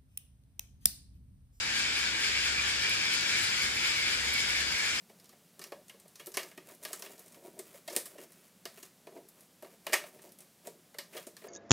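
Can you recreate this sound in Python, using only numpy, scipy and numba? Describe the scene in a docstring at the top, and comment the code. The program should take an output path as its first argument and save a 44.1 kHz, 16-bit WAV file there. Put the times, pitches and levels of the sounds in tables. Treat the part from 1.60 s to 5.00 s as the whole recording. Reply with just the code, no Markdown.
"""Hand winder in a tiled room

A geared hand winder whirs: dense ticks of its gear teeth ring the plastic case, heard as filtered clicks.
Each push on the crank swells the whir, and a steady rattle of sparser ticks has brief bright rasps.
The room smears it all with noise tails, over a low noise rumble and a wavering sine hum.
Level and phase offsets between left and right, changing with frequency, shape the stereo width.
"""
import sys
import numpy as np
from scipy import signal
from scipy.fft import rfft, irfft, next_fast_len
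from scipy.io import wavfile
from scipy.ndimage import uniform_filter1d
from numba import njit

SR = 44100
rng = np.random.default_rng(int(sys.argv[2]) if len(sys.argv) > 2 else 0)


def dump_mix(stems):
    """Bounce the given channels to the path in sys.argv[1] as a 16-bit WAV at rate SR."""
    frames = np.atleast_2d(stems).T  # one column per channel
    limited = np.clip(frames, -1, 1)  # hard clip at full scale
    pcm = np.round(limited * 32767).astype(np.int16)
    wavfile.write(sys.argv[1], SR, pcm)


N = 149940  # length in samples

# Crank pushes: time of the peak t/s, swell of the whir level/dB
CRANK_PUSHES = [(.19, 2.5), (.42, 1.5), (.64, 2), (.88, 3.5), (1.10, 1.5), (1.33, 1.5), (1.56, 1.5),
                (1.80, 1), (2.03, 1), (2.27, 2), (2.53, 2), (2.79, 1.5), (2.97, 2), (3.26, 4.5)]
# Steady effort of the hand: t/s, whir level/dB before the pushes and wobbles
HAND_EFFORT = [(0, -30.5), (.5, -30), (.8, -30.5), (1.05, -30), (1.25, -31), (1.45, -30.5), (1.62, -29.5),
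               (1.75, -29), (2.1, -32), (2.4, -32), (2.9, -32.5), (3.4, -32)]
# Resonances of the plastic case: centre f/Hz, nominal width f/Hz, level/dB at the centre before changes
CASE_RESONANCES = [(1496, 400, -5), (1670, 170, -0.5), (1900, 330, -8), (2331, 210, 2), (2611, 295, -6.5),
                   (2940, 320, -6), (3452, 560, -6), (4000, 560, -10), (4620, 750, -7), (5127, 520, -7.5),
                   (5890, 1230, -13.5), (7280, 910, -12), (8500, 1170, -18), (9000, 1060, -18.5),
                   (10770, 2400, -23.5), (13500, 1700, -26.5), (15300, 2400, -37)]
# Irregular flutter of the main resonance: t/s, pitch f/Hz relative to MAIN_REST_HZ, added level/dB
MAIN_FLUTTER = [(0, 2450, -1.5), (.06, 2320, 0), (.14, 2340, -3.5), (.21, 2350, 0), (.26, 2300, -0.5),
                (.38, 2350, 1.5), (.47, 2310, -2.5), (.55, 2310, 0.5), (.63, 2300, -0.5), (.69, 2300, 0),
                (.76, 2290, 2), (.88, 2350, -1), (.94, 2290, 0), (.99, 2430, 4), (1.03, 2320, -4),
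                (1.07, 2320, 1), (1.17, 2330, -1.5), (1.24, 2350, 2), (1.31, 2360, 1.5), (1.39, 2430, 0.5),
                (1.425, 2300, 1), (1.46, 2400, 4), (1.53, 2320, 0), (1.64, 2330, -2), (1.74, 2320, 2.5),
                (1.87, 2280, -0.8), (1.98, 2270, 2.5), (2.08, 2270, 1.5), (2.17, 2300, 4), (2.25, 2320, 5),
                (2.36, 2270, 5), (2.45, 2260, 4.5), (2.52, 2330, 2), (2.58, 2240, 3), (2.72, 2270, 3.5),
                (2.82, 2260, 1.5), (2.92, 2280, 2.5), (3.07, 2320, 0.5), (3.16, 2240, 3.5),
                (3.27, 2310, -0.5), (3.4, 2280, 2.5)]
# Coming and going of other resonances: t/s, added level/dB below the main one, added level/dB above it
BODY_SWELLS = [(0, .3, -.7), (.17, 0.5, 0.1), (.3, -1.1, 0.4), (.52, 1, -.7), (.7, 0, 1.2), (.87, -1, -0.3),
               (1.02, 0.5, 0), (1.2, 0.2, 1.3), (1.42, -.3, 1.2), (1.55, -1.7, 0.2), (1.7, 0.5, 0.9),
               (1.83, 2, 0.5), (1.92, 0.5, 1.5), (2.1, 1, 0.5), (2.27, 1.5, 2.7), (2.42, 2.2, 3),
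               (2.6, 2.3, 1.8), (2.77, 0.7, 2.5), (2.87, 1, 1.5), (3.05, 2, 2.7), (3.22, -0.5, -1.8),
               (3.4, 1.5, 2.5)]
# Steady rattle between the rasps: t/s, level/dB of its part above RATTLE_BAND_HZ
STEADY_RATTLE = [(0, -55), (1, -53), (1.4, -50), (1.9, -48.5), (2.2, -49.5), (2.9, -49), (3.4, -50.5)]
# Brief bright rasps of the gears: time of the peak t/s, time for power to fall to 1/e t/s,
# level/dB of the part above RATTLE_BAND_HZ
GEAR_RASPS = [(0.161, 0.014, -44.5), (0.19, .012, -46), (0.395, 0.021, -47), (0.61, 0.013, -47),
              (0.647, 0.04, -49.5), (0.852, 0.016, -46), (.885, 0.014, -58), (1.093, 0.011, -46),
              (1.103, 0.01, -49), (1.228, 0.012, -49), (1.302, 0.0089, -47), (1.34, 0.0078, -44.5),
              (1.542, 0.013, -42.5), (1.685, .008, -44.5), (1.78, 0.015, -41.5), (1.836, 0.015, -40.5),
              (1.975, .03, -52), (2.035, 0.014, -42), (2.157, .015, -47), (2.273, 0.036, -45),
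              (2.394, 0.017, -46.5), (2.515, 0.031, -45.5), (2.648, 0.0062, -44), (2.735, 0.011, -46),
              (2.788, 0.017, -43), (2.899, 0.015, -44), (2.997, .018, -46.5), (3.122, 0.0072, -43.5),
              (3.18, 0.0092, -47), (3.257, .02, -48), (3.36, .012, -45)]
# Balance between the two sides: f/Hz, left over right level/dB, direct share of the power (0-1)
STEREO_BALANCE = [(60, 2.1, .9), (724, -4.5, 0.01), (1450, 3, 0.16), (2260, -0.5, 0.8), (2780, 2.5, 0.55),
                  (5300, 5, 0.34), (6800, 5.5, 0.16), (8200, 3, 0.06), (8800, 0, 0.33), (9900, -0.5, 1),
                  (16200, 0.5, 0.86)]
# Phase offset between left and right, shaping the stereo width of the direct sound: f/Hz, phase/rad
STEREO_PHASE = [(0, 0), (800, .4), (1600, 1.1), (3000, 1.8), (5000, 2.4), (6500, 3.1), (9200, 3.1),
                (10400, 0), (11700, 0), (12500, -3.14), (13700, -3.14), (14700, -6.28)]
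# Raw colour of the room rumble, before more filtering and scaling: f/Hz, relative level/dB
RUMBLE_COLOUR = [(16, -44), (28, -18), (38, -10), (49, -6), (65, -8), (91, -3.5), (145, -6), (326, -4.5),
                 (658, -9.5), (1000, -3.5), (1300, -5.5), (2200, -120)]
# Change of the deepest rumble: t/s, added level/dB
DEEP_SWELL = [(0, 0), (.7, -0.5), (1.4, 1), (2, 1.5), (2.6, 0), (3.4, 0)]
# Hum, before it is leaned to the left: t/s, level/dB
HUM_LEVEL = [(0, -63), (.2, -63), (.3, -55), (.56, -54.5), (.63, -61), (.8, -52.5), (1.02, -50.5),
             (1.3, -57), (1.4, -70), (1.9, -66), (2.08, -54), (2.2, -62), (2.5, -59), (2.7, -48.5),
             (2.81, -61), (3.03, -49.5), (3.22, -66), (3.4, -65)]

RISE_S, FALL_S = 0.063, 0.027  # bell-curve spread of a push before and after its peak
TEETH_PER_S, TEETH_SCATTER_DB, FLUTTER_DB = 4000, 1.75, 0.03  # whir ticks
RATTLE_PER_S, RATTLE_SCATTER_DB, RATTLE_FLUTTER_DB = 2000, 3, 0.22
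RATTLE_HZ, RATTLE_BAND_HZ = 6800, 8500  # low cut of the rattle; band where its level is set
JUDDER_DB, WOBBLE_DB, WHIR_TOP_HZ = 0.65, 0.06, 8600
OWN_SHARE = 0.62  # share of each resonance's drive power that is its own chatter
MAIN_REST_HZ, LOW_EDGE_HZ = 2350, 1235
WIDEN = 1.62  # each of two filters in a row is this much wider than the nominal width
WANDER = 0.0086  # typical share of pitch slip; the main resonance slips half as much
FLECK_DB = 1.3  # quick flicker of the main resonance
ROOM_T60_S, ROOM_GAP_S = .32, .006  # time to fade by 60 dB; silence before the tail
CROSSFADE_S = .025  # time for one random noise tail to crossfade into the next
RUMBLE_DB, RUMBLE_ALIKE_HZ, DEEP_HZ = -46.5, 300, 260
RUMBLE_LEFT_DB = 2  # left gains this over right per octave above 300 Hz
HUM_HZ, HUM_WAVER_HZ, HUM_LEFT_DB = 66.2, 1.4, 4
TOP_HZ = 15600
HALVES = np.array([[.5], [-.5]])  # splits a left-over-right difference between the two sides


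def undb(db):
    """Turn decibels into an amplitude factor."""
    return 10 ** (np.asarray(db) / 20)


def unit(x):
    """Scale to rms 1."""
    return x / np.sqrt(np.mean(x ** 2))


def curve(table, at, column=1):
    """Read one column of a table, with straight lines between its rows."""
    rows = np.array(table)
    return np.interp(at, rows[:, 0], rows[:, column])


def walk(rate):
    """Random levels held 1 / rate s and smoothed twice; mean 0, spread 1."""
    hold = int(SR / rate)
    steps = np.repeat(rng.standard_normal(N // hold + 1), hold)
    smooth = uniform_filter1d(uniform_filter1d(steps, hold), hold)[:N]
    return unit(smooth - smooth.mean())


def filtered(x, order, hz, kind="low"):
    """Cut what lies above (low) or below (high) an edge frequency."""
    return signal.sosfilt(signal.butter(order, hz, kind, fs=SR, output="sos"), x)


def clicks(rate, scatter_db):
    """Randomly timed ticks of either sign, a few much stronger than the rest."""
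    timing, sign, strength = rng.random((3, N))
    ticks = (timing < rate / SR) * np.sign(sign - .5)
    return unit(ticks * undb(-scatter_db * np.log(1 - strength)))


@njit
def resonance(x, hz, width):
    """Ring like a springy part: a band-pass with a moving centre, gain 1 there."""
    y, band, low = np.empty(len(x)), 0., 0.
    for i in range(len(x)):
        g, damping = np.tan(np.pi * hz[i] / SR), width / hz[i]
        v = (band + g * (x[i] - low)) / (1 + g * (g + damping))
        band, low, y[i] = 2 * v - band, low + 2 * g * v, damping * v
    return y


def housing(t, rate, scatter_db, flutter_db):
    """Shared and separate tooth ticks ring the resonances of the plastic case; the main one flutters."""
    out, common = 0, clicks(rate, scatter_db)
    for k, (hz, width, db) in enumerate(CASE_RESONANCES):
        drive = np.sqrt(1 - OWN_SHARE) * common + np.sqrt(OWN_SHARE) * clicks(rate, scatter_db)
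        main = 2050 < hz < 2600
        if main:
            centre = curve(MAIN_FLUTTER, t) * hz / MAIN_REST_HZ
            swell = curve(MAIN_FLUTTER, t, column=2)
        else:
            centre = np.full(N, 1. * hz)
            # resonances above 5600 Hz get no level swells
            swell = curve(BODY_SWELLS, t, column=2 if hz > 2600 else 1) * (hz < 5600)
        centre = centre * (1 + WANDER * (1 - main / 2) * walk(24.98))
        gain = undb(db + flutter_db * walk(60) + main * FLECK_DB * walk(110) + swell)
        ring = resonance(drive, centre, WIDEN * width)
        ring = resonance(ring, centre, WIDEN * width)
        out = out + (-1) ** k * ring * gain  # neighbours have opposite sign
    return filtered(out, 2, LOW_EDGE_HZ, "high")


def gear_whir(t):
    """Dense tooth chatter in the case judders and swells with each push."""
    swell = 0
    for peak, db in CRANK_PUSHES:
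        spread = np.where(t < peak, RISE_S, FALL_S)
        swell = swell + db * np.exp(-.5 * ((t - peak) / spread) ** 2)
    whir = housing(t, TEETH_PER_S, TEETH_SCATTER_DB, FLUTTER_DB)
    whir = unit(filtered(whir, 2, WHIR_TOP_HZ))
    wobble = JUDDER_DB * walk(40.05) + WOBBLE_DB * walk(34.14)
    return whir * undb(curve(HAND_EFFORT, t) + swell + wobble)


def gear_rattle(t):
    """Sparser, more uneven ticks ring the case; short bursts of power make the bright rasps."""
    power = undb(2 * curve(STEADY_RATTLE, t))  # doubled decibels give power
    for peak, fade, db in GEAR_RASPS:
        power = power + undb(2 * db) * np.exp(-((t - peak) / fade) ** 2)
    rattle = housing(t, RATTLE_PER_S, RATTLE_SCATTER_DB, RATTLE_FLUTTER_DB)
    rattle = filtered(rattle, 2, RATTLE_HZ, "high")
    top = filtered(rattle, 4, RATTLE_BAND_HZ, "high")
    return rattle / np.std(top) * np.sqrt(power)


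def winder(t):
    """The gears give a whir and a rattle, added together."""
    return gear_whir(t) + gear_rattle(t)


def heard(x, count=24):
    """Direct sound gets a left-right phase offset; each side adds its own room tails that take turns."""
    n = next_fast_len(N + SR)
    f, t = np.arange(n // 2 + 1) * SR / n, np.arange(SR) / SR
    # the whir was already running: echoes wrap from the end round to the start
    run = np.concatenate([x, np.zeros(n - N - SR // 2), x[:SR // 2]])
    turn, wet = np.arange(n) / SR / CROSSFADE_S, 0
    for k in range(count):
        fade = np.exp(-np.log(1000) * t / ROOM_T60_S) * (t > ROOM_GAP_S)
        tail = rng.standard_normal((2, SR)) * fade
        tail /= np.sqrt(np.sum(tail ** 2, axis=1, keepdims=True))
        # each tail fades in and out around its own turn
        distance = np.abs((turn - k + count / 2) % count - count / 2)
        portion = run * np.cos(np.pi / 2 * np.minimum(distance, 1))
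        wet = wet + rfft(portion) * rfft(tail, n)
    share = curve(STEREO_BALANCE, f, column=2)
    direct = rfft(run) * np.exp(1j * HALVES * curve(STEREO_PHASE, f))
    both = np.sqrt(share) * direct + np.sqrt(1 - share) * wet
    return irfft(both * undb(HALVES * curve(STEREO_BALANCE, f)), n)[:, :N]


def room_rumble(t):
    """Shaped noise, nearly alike on both sides in the bass; its deepest part rises and falls."""
    f = np.maximum(np.arange(N // 2 + 1) * SR / N, 1)
    rows = np.array(RUMBLE_COLOUR)
    colour = undb(np.interp(np.log(f), np.log(rows[:, 0]), rows[:, 1]))
    colour *= np.minimum(f / 36, 1) ** 3.5 / (1 + (f / 1300) ** 4)
    alike = .95 / (1 + (f / RUMBLE_ALIKE_HZ) ** 2.9)
    mid, side = rfft(rng.standard_normal((2, N)))
    rumble = colour * (np.sqrt(1 + alike) * mid + 2 * HALVES * np.sqrt(1 - alike) * side)
    rumble = rumble * undb(np.maximum(np.log2(f / 300), 0) * RUMBLE_LEFT_DB * HALVES)
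    deep = irfft(rumble / (1 + (f / DEEP_HZ) ** 4), N)
    rumble = irfft(rumble, N) + deep * (undb(curve(DEEP_SWELL, t)) - 1)
    return unit(rumble) * undb(RUMBLE_DB)


def room_hum(t):
    """A low sine tone wavers in pitch and level, stronger on the left."""
    pitch = HUM_HZ + HUM_WAVER_HZ * walk(5.25)
    hum = np.sqrt(2) * np.sin(2 * np.pi * np.cumsum(pitch) / SR)
    return hum * undb(curve(HUM_LEVEL, t) + HUM_LEFT_DB * HALVES)


def scene():
    """Winder through the room, over the room's own rumble and hum."""
    t = np.arange(N) / SR
    return heard(winder(t)) + room_rumble(t) + room_hum(t)


def record(dry):
    """The recorder cuts the top with a steep low-pass filter."""
    return signal.sosfilt(signal.ellip(10, .2, 80, TOP_HZ, fs=SR, output="sos"), dry)


dry = scene()
out = record(dry)
dump_mix(out)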